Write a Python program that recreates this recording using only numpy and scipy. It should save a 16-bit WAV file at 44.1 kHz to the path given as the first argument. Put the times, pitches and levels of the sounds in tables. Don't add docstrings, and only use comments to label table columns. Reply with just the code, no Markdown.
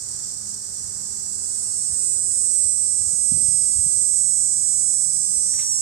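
import sys
import numpy as np
from scipy.fft import rfft, irfft, next_fast_len
from scipy.io import wavfile
from scipy.ndimage import map_coordinates

SR = 44100
rng = np.random.default_rng(int(sys.argv[2]) if len(sys.argv) > 2 else 0)


def dump(signal):
    limited = np.clip(np.atleast_2d(signal).T, -1, 1)
    pcm = np.round(limited * 32767).astype(np.int16)
    wavfile.write(sys.argv[1], SR, pcm)


N = 256220
TIME = np.arange(N) / SR


def near_cicada(first_hz=182.15, full_hz=186.3, tires_s=4.9, sag_hz_per_s2=3.8, swell_s=1.98):
    # multiple of the tymbal rate, relative left level/dB, right level/dB
    buzz_colour = [(24, -39, -43), (27, -26, -39), (29, -31, -34), (30, -24, -23), (31, -24, -27),
                   (32, -27, -23), (33, -28, -28), (34, -25, -20), (35, -32, -30), (36, -20, -17),
                   (37, -28, -19), (38, -17, -8), (39, -21, -16), (40, -22, -15), (41, -25, -14),
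                   (46, -27, -16), (47, -24, -12), (48, -34, -24), (49, -35, -21), (50, -37, -24),
                   (51, -22, -13), (52, -37, -24), (53, -28, -19), (57, -42, -37), (62, -43, -40),
                   (70, -44, -39), (76, -53, -47)]
    ringing = [42, 43, 44, 45]
    # t/s, relative level/dB
    lower_whine = [(0, -52), (.5, -53), (.8, -35), (1.1, -31), (1.9, -27.5), (2.15, -23.5), (2.6, -21.5),
                   (2.9, -26), (3.5, -29.5), (4.3, -20.5), (4.55, -21.5), (5.08, -20), (5.33, -27),
                   (5.81, -22)]
    # t/s, relative level/dB
    upper_whine = [(0, -63.5), (1.1, -53), (1.5, -30.5), (1.9, -30), (2.25, -26.5), (2.6, -17),
                   (2.98, -19.5), (3.1, -20), (3.25, -16), (3.8, -16.5), (4.35, -18), (4.55, -20),
                   (4.8, -21), (5.28, -22.5), (5.38, -17), (5.53, -22), (5.62, -25.5), (5.81, -30.5)]
    # multiple, start/s, end/s, change/dB
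    flares = [(28, 3.0, 4.0, 10), (31, 1.5, 2.55, 6), (32, .8, 2.45, -7), (32, 5.28, 6, 17),
              (34, .9, 3.1, -7), (37, 4.1, 5.45, 6), (38, 1.25, 2.2, -5), (38, 4.8, 6, -12),
              (39, 3.6, 4.95, 9), (41, 3.2, 4.55, 7), (43, .4, 1.65, 5), (43, 1.75, 2.6, -6),
              (44, 1.25, 2.7, 12), (46, 1.3, 4.3, 5), (46, 1.55, 2.9, 9), (47, -.3, .85, 7),
              (47, 3.2, 4.3, 4), (48, 1.5, 3.0, 8), (49, -.3, 1.1, 11), (49, .85, 2.1, 5),
              (49, 1.24, 2.72, 14), (49, 1.85, 2.7, 3), (49, 4.55, 5.6, 13), (50, 5.2, 5.8, 15),
              (52, 2.45, 4.1, 6), (52, 5.2, 6, 9), (56, 5.2, 5.85, 12), (57, 4.45, 5.42, 12)]
    # f/Hz, relative left density/dB, right density/dB
    rasp_colour = [(4000, -63, -113), (5470, -12, -7), (6640, -22, -7), (7180, -4, 12.5), (7600, -4, 11),
                   (8550, -13, 15), (8500, -17, -5), (9200, -14, 1), (10300, -17, -5), (11000, -21, -14),
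                   (12600, -33, -24), (14000, -46, -55)]
    rate = first_hz + (full_hz - first_hz) * effort(start_s=0, wind_up_s=3.3)
    rate -= sag_hz_per_s2 * np.maximum(TIME - tires_s, 0) ** 2
    turns = cycles(rate, jitter=.0005)
    buzz_db = np.interp(TIME, [0, swell_s], [-43.5, -24.5])
    buzz_db += .5 * np.maximum(TIME - swell_s, 0)
    head_start_db = 12 * np.maximum(1 - TIME / swell_s, 0)
    buzz = np.zeros((2, N))
    for k in range(24, 77):
        if k in ringing:
            continue
        comb_db = -1.5 * (-1) ** k * (k > 53)
        sizzle_db = head_start_db * np.clip((k - 55) / 12, 0, 1)
        gain = amp(along(buzz_colour, np.array([k])) + comb_db + sizzle_db) * flare(flares, k)
        echoes = [.8, .6] if any(row[0] == k for row in flares) else [1.2, 1.4]
        buzz += gain * partial(turns, k, echoes, shifts_per_s=4)
    lower_db, upper_db = curve(lower_whine), curve(upper_whine)
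    mean_db = (lower_db + upper_db) / 2
    ring_db = [lower_db, mean_db - 5, mean_db - 10.5, upper_db]
    ring = sum(amp(db) * flare(flares, k) * partial(turns, k, echoes=[2, .12], shifts_per_s=5)
               for k, db in zip(ringing, ring_db))
    whine = stereo(-21, -.5) * ring
    rasp = unit(noise(rasp_colour) * (1 + .2 * np.cos(2 * np.pi * 2 * turns)))
    flutter_db = .35 * wobble(20)
    return amp(flutter_db) * (whine + amp(buzz_db) * (buzz + amp(-7) * rasp))


def second_cicada(first_hz=179.8, full_hz=189.65, first_db=-46.5, full_db=-24.5):
    # f/Hz, relative left level/dB, right level/dB
    buzz_colour = [(4400, -30, -36), (5600, -10, -13), (6300, -16, -15), (7300, -12, -5), (7800, -10, 0),
                   (8300, -16, -7), (8800, -20, -12), (9300, -20, -10), (10500, -30, -23),
                   (14000, -46, -40)]
    # multiple, start/s, end/s, change/dB
    flares = [(39, 4.55, 5.3, 10), (41, 5.2, 6, 4)]
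    drive = effort(start_s=3.8, wind_up_s=1.1)
    rate = first_hz + (full_hz - first_hz) * drive
    turns = cycles(rate, jitter=.00094)
    buzz = np.zeros((2, N))
    for k in range(26, 60):
        gain = amp(along(buzz_colour, np.array([k * rate[-1]]))) * flare(flares, k)
        buzz += gain * partial(turns, k, echoes=1.0, shifts_per_s=4)
    return (drive > 0) * amp(first_db + (full_db - first_db) * drive) * unit(buzz)


def partial(turns, k, echoes, shifts_per_s, left_lag_s=.00047, abdomen_hz=8100, width_hz=720):
    coarse_s = np.arange(0, N, SR // 50) / SR
    knots = rng.standard_normal((4, 64))
    paths = np.array([map_coordinates(row, [coarse_s * shifts_per_s], mode="mirror") for row in knots])
    reflected = np.reshape(echoes, (-1, 1)) * (paths[:2] + 1j * paths[2:]) / np.sqrt(2)
    hz = k * turns[-1] / TIME[-1]
    direct = np.exp(-2j * np.pi * hz * np.array([[left_lag_s], [0]]))
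    direct *= 1j ** (k % 2)
    direct *= np.exp(-2j * np.arctan((hz - abdomen_hz) / width_hz))
    arrival = direct + reflected
    arrival /= np.abs(arrival) ** .5
    gain = np.array([np.interp(TIME, coarse_s, unit(side)) for side in arrival])
    return np.sqrt(2) * np.real(gain * np.exp(2j * np.pi * k * turns))


def effort(start_s, wind_up_s):
    return 1 - np.exp(-np.maximum(TIME - start_s, 0) / wind_up_s)


def flare(table, k, ramp_s=.28):
    return amp(sum(db * np.clip(np.minimum(TIME - start, end - TIME) / ramp_s, 0, 1)
                   for multiple, start, end, db in table if multiple == k))


def crickets():
    high_db = -33 + release(from_s=1.6, db_per_s=16)
    low_db = -43.5 + release(from_s=1.27, db_per_s=400)
    high = cricket(stroke_hz=np.full(N, 39.5), db=high_db, first_s=.003, start_hz=7500, turn_hz=8440,
                   duty=.88, rough=.25, left_db=-24, octave_db=-60)
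    low = cricket(stroke_hz=87 - 6.8 * TIME, db=low_db, first_s=0, start_hz=6150, turn_hz=5720,
                  duty=.65, rough=.6, left_db=-12, octave_db=-17)
    return high + low


def cricket(stroke_hz, db, first_s, start_hz, turn_hz, duty, rough, left_db, octave_db):
    strokes = np.cumsum(stroke_hz) / SR - first_s * stroke_hz[0] + .014 * wobble(25)
    progress = np.minimum(strokes % 1 / duty, 1)
    hz = start_hz + (turn_hz - start_hz) * np.sin(np.pi * progress * 5 / 6)
    phase = 2 * np.pi * np.cumsum(hz) / SR + rough * np.array([wobble(650), wobble(700)])
    envelope = np.abs(np.sin(np.pi * progress)) ** .7
    notes = envelope * (np.sin(phase) + amp(octave_db) * np.sin(2 * phase))
    return amp(db + .5 * wobble(40.4)) * stereo(left_db, 0) * unit(notes)


def ticking_insect(ticks_per_s=121, tick_s=.0012):
    # f/Hz, relative density/dB
    tick_colour = [(4500, -45), (6300, -16), (7000, 3), (7900, -1), (9000, -11), (10200, -23), (13000, -34)]
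    age = cycles(np.full(N, ticks_per_s), jitter=.07) % 1 / ticks_per_s
    ticks = unit(noise(tick_colour) * age * np.exp(-2 * age / tick_s))
    return amp(-35.5 + release(from_s=.1, db_per_s=16)) * stereo(-16, 0) * ticks


def handling_bumps(thud_cycles=.67, rub_rise_s=.0047, rub_decay_s=.14, low_cut_hz=38):
    # t/s, relative level/dB, f/Hz, left minus right/dB
    nudges = [(.852, -39, 86, -12), (.892, -43, 81, -2), (1.902, -44.5, 116.5, 6), (1.932, -38.5, 76, -8),
              (2.661, -35.5, 80, -25), (3.014, -35.5, 94, -25), (3.075, -38, 90, -25),
              (3.137, -35.5, 131, -27), (3.322, -23.5, 181.8, -31), (3.346, -31, 120.5, -25),
              (3.365, -30, 135, -25), (3.378, -42, 420, -17), (3.394, -37, 116, -25),
              (3.426, -37, 110, -25), (3.453, -35, 60.5, -25), (3.489, -31, 120.7, -25),
              (3.523, -37, 125, -25), (3.552, -40, 110, -25), (3.766, -32, 72.5, -30),
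              (3.794, -27.5, 84, -27), (3.867, -30, 139.9, -28), (5.382, -39.5, 59, -15)]
    bumps = np.zeros((2, N))
    for s, db, hz, pan_db in nudges:
        age = TIME - s
        thud = np.exp(-(age * hz / thud_cycles) ** 2) * np.sin(2 * np.pi * hz * age)
        after = np.maximum(age, 0)
        rub = np.minimum(after / rub_rise_s, 1) * np.exp(-after / rub_decay_s) * wobble(3 * hz)
        bumps += amp(db + 3) * unit(stereo(pan_db / 2, -pan_db / 2)) * (thud + amp(-20) * rub)
    return filtered(bumps, lambda hz: hz ** 4 / (hz ** 4 + low_cut_hz ** 4))


def rustles(tick_t60_s=.033):
    # t/s, relative level/dB, half length/s
    brushes = [(5.54, -49, 0.017), (5.608, -41.5, 0.037)]
    # f/Hz, relative density/dB
    brush_colour = [(500, -6), (1400, -5), (2000, 4), (2800, -2), (4000, 2), (8000, -11), (14000, -22)]
    # t/s, left peak level/dB, f/Hz
    crisp_ticks = [(5.539, -43, 1970), (5.592, -34, 2110), (5.603, -47, 2270), (5.617, -39, 3780)]
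    swell = sum(amp(db) * np.exp(-((TIME - s) / width) ** 2) for s, db, width in brushes)
    ticks = np.zeros(N)
    for s, db, hz in crisp_ticks:
        age = np.maximum(TIME - s, 0)
        envelope = (age > 0) * amp(db - 60 * np.minimum(age / tick_t60_s, 2))
        ticks += envelope * np.sin(2 * np.pi * hz * age + .76 * wobble(1500))
    return stereo(0, -9) * (swell * noise(brush_colour) + ticks)


def insect_chorus(level_db=-32, fade_db_per_s=.13):
    # f/Hz, relative left density/dB, right density/dB
    hiss_colour = [(2790, -40.5, -125), (3790, -32.5, -78), (4333, -23.5, -29), (4970, -16.5, -23.5),
                   (5640, -12.5, -20), (6520, -20, -14), (7120, -24, -9), (7400, -15, -5.5),
                   (8400, -28, -4.5), (8400, -26, -14.5), (8800, -32, -13.5), (10000, -36, -29),
                   (12000, -39, -32), (13800, -52, -44)]
    shimmer_db = .75 * wobble(9.8) + .77 * wobble(90)
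    return amp(level_db - fade_db_per_s * TIME + shimmer_db) * noise(hiss_colour)


def traffic(level_db=-50, mono_hz=350):
    # f/Hz, relative density/dB
    rumble_colour = [(20, -11), (35, -13), (55, -5), (85, 2), (125, -1.5), (210, -7), (280, -10.5),
                     (450, -13), (700, -16.5), (1300, -17), (2000, -21.5), (2700, -43.5), (4000, -37),
                     (8000, -44)]
    # f/Hz, left minus right/dB
    balance = [(60, -3), (200, 0), (600, 4.5), (2500, 6)]
    # f/Hz, starting level/dB
    hums = [(80, -67), (118, -64), (415, -66.5)]
    rumble = noise(rumble_colour)
    crossfeed = filtered(rumble[::-1], lambda hz: .3 / (1 + (hz / mono_hz) ** 4))
    rumble = filtered(unit(rumble + crossfeed), lambda hz: amp(along(balance, hz) * [[.5], [-.5]]))
    hum = sum(amp(db + 1.5 * wobble(3.25)) * unit(np.sin(2 * np.pi * hz * TIME + wobble(6.8)))
              for hz, db in hums)
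    hum *= amp(np.interp(TIME, [4.4, 5.2], [0, -8]))
    engine = far_engine()
    sway_db = .45 * (wobble(4.06) + wobble(20))
    return amp(level_db + sway_db) * rumble + hum + engine


def far_engine():
    # t/s, f/Hz
    speed = [(.25, 126.6), (.45, 101.6), (2.8, 116.3), (4.1, 117.2), (4.95, 137.7), (5.3, 167.7),
             (5.8, 176.2)]
    # f/Hz, level before the fade/dB
    exhaust = [(105, -64), (130, -56), (210, -61), (240, -70)]
    firing_hz = curve(speed)
    phase = 2 * np.pi * np.cumsum(firing_hz) / SR + .5 * wobble(8.3)
    drone = sum(amp(along(exhaust, k * firing_hz)[0] + 3.4 * wobble(8)) * unit(np.sin(k * phase))
                for k in (1, 2))
    return drone * amp(release(from_s=4.3, db_per_s=2))


def amp(db):
    return 10 ** (np.asarray(db) / 20)


def stereo(left_db, right_db):
    return amp([[left_db], [right_db]])


def unit(x):
    return x / np.sqrt(np.mean(np.abs(x) ** 2) + 1e-20)


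def along(spectrum, hz):
    freqs, *columns = np.transpose(spectrum)
    return np.array([np.interp(np.log(hz + 1e-3), np.log(freqs), column) for column in columns])


def curve(points):
    return np.interp(TIME, *np.transpose(points))


def release(from_s, db_per_s):
    return -db_per_s * np.maximum(TIME - from_s, 0)


def wobble(rate):
    knots = rng.standard_normal(int(N * rate / SR) + 4)
    fine = np.arange(0, len(knots) - 1, 1 / 8)
    return np.interp(TIME * rate, fine, map_coordinates(knots, [fine]))


def cycles(rate, jitter):
    return np.cumsum(rate) / SR + jitter * wobble(150)


def filtered(x, response):
    size = next_fast_len(N + SR // 4)
    return irfft(rfft(x, size) * response(np.fft.rfftfreq(size, 1 / SR)), size)[..., :N]


def noise(spectrum):
    return unit(filtered(rng.standard_normal((2, N)), lambda hz: amp(along(spectrum, hz))))


def scene():
    insects = near_cicada() + second_cicada() + crickets() + ticking_insect() + insect_chorus()
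    return insects + traffic() + handling_bumps() + rustles()


def record(dry, top_hz=14400):
    return filtered(dry, lambda hz: hz < top_hz)


dry = scene()
out = record(dry)
dump(out)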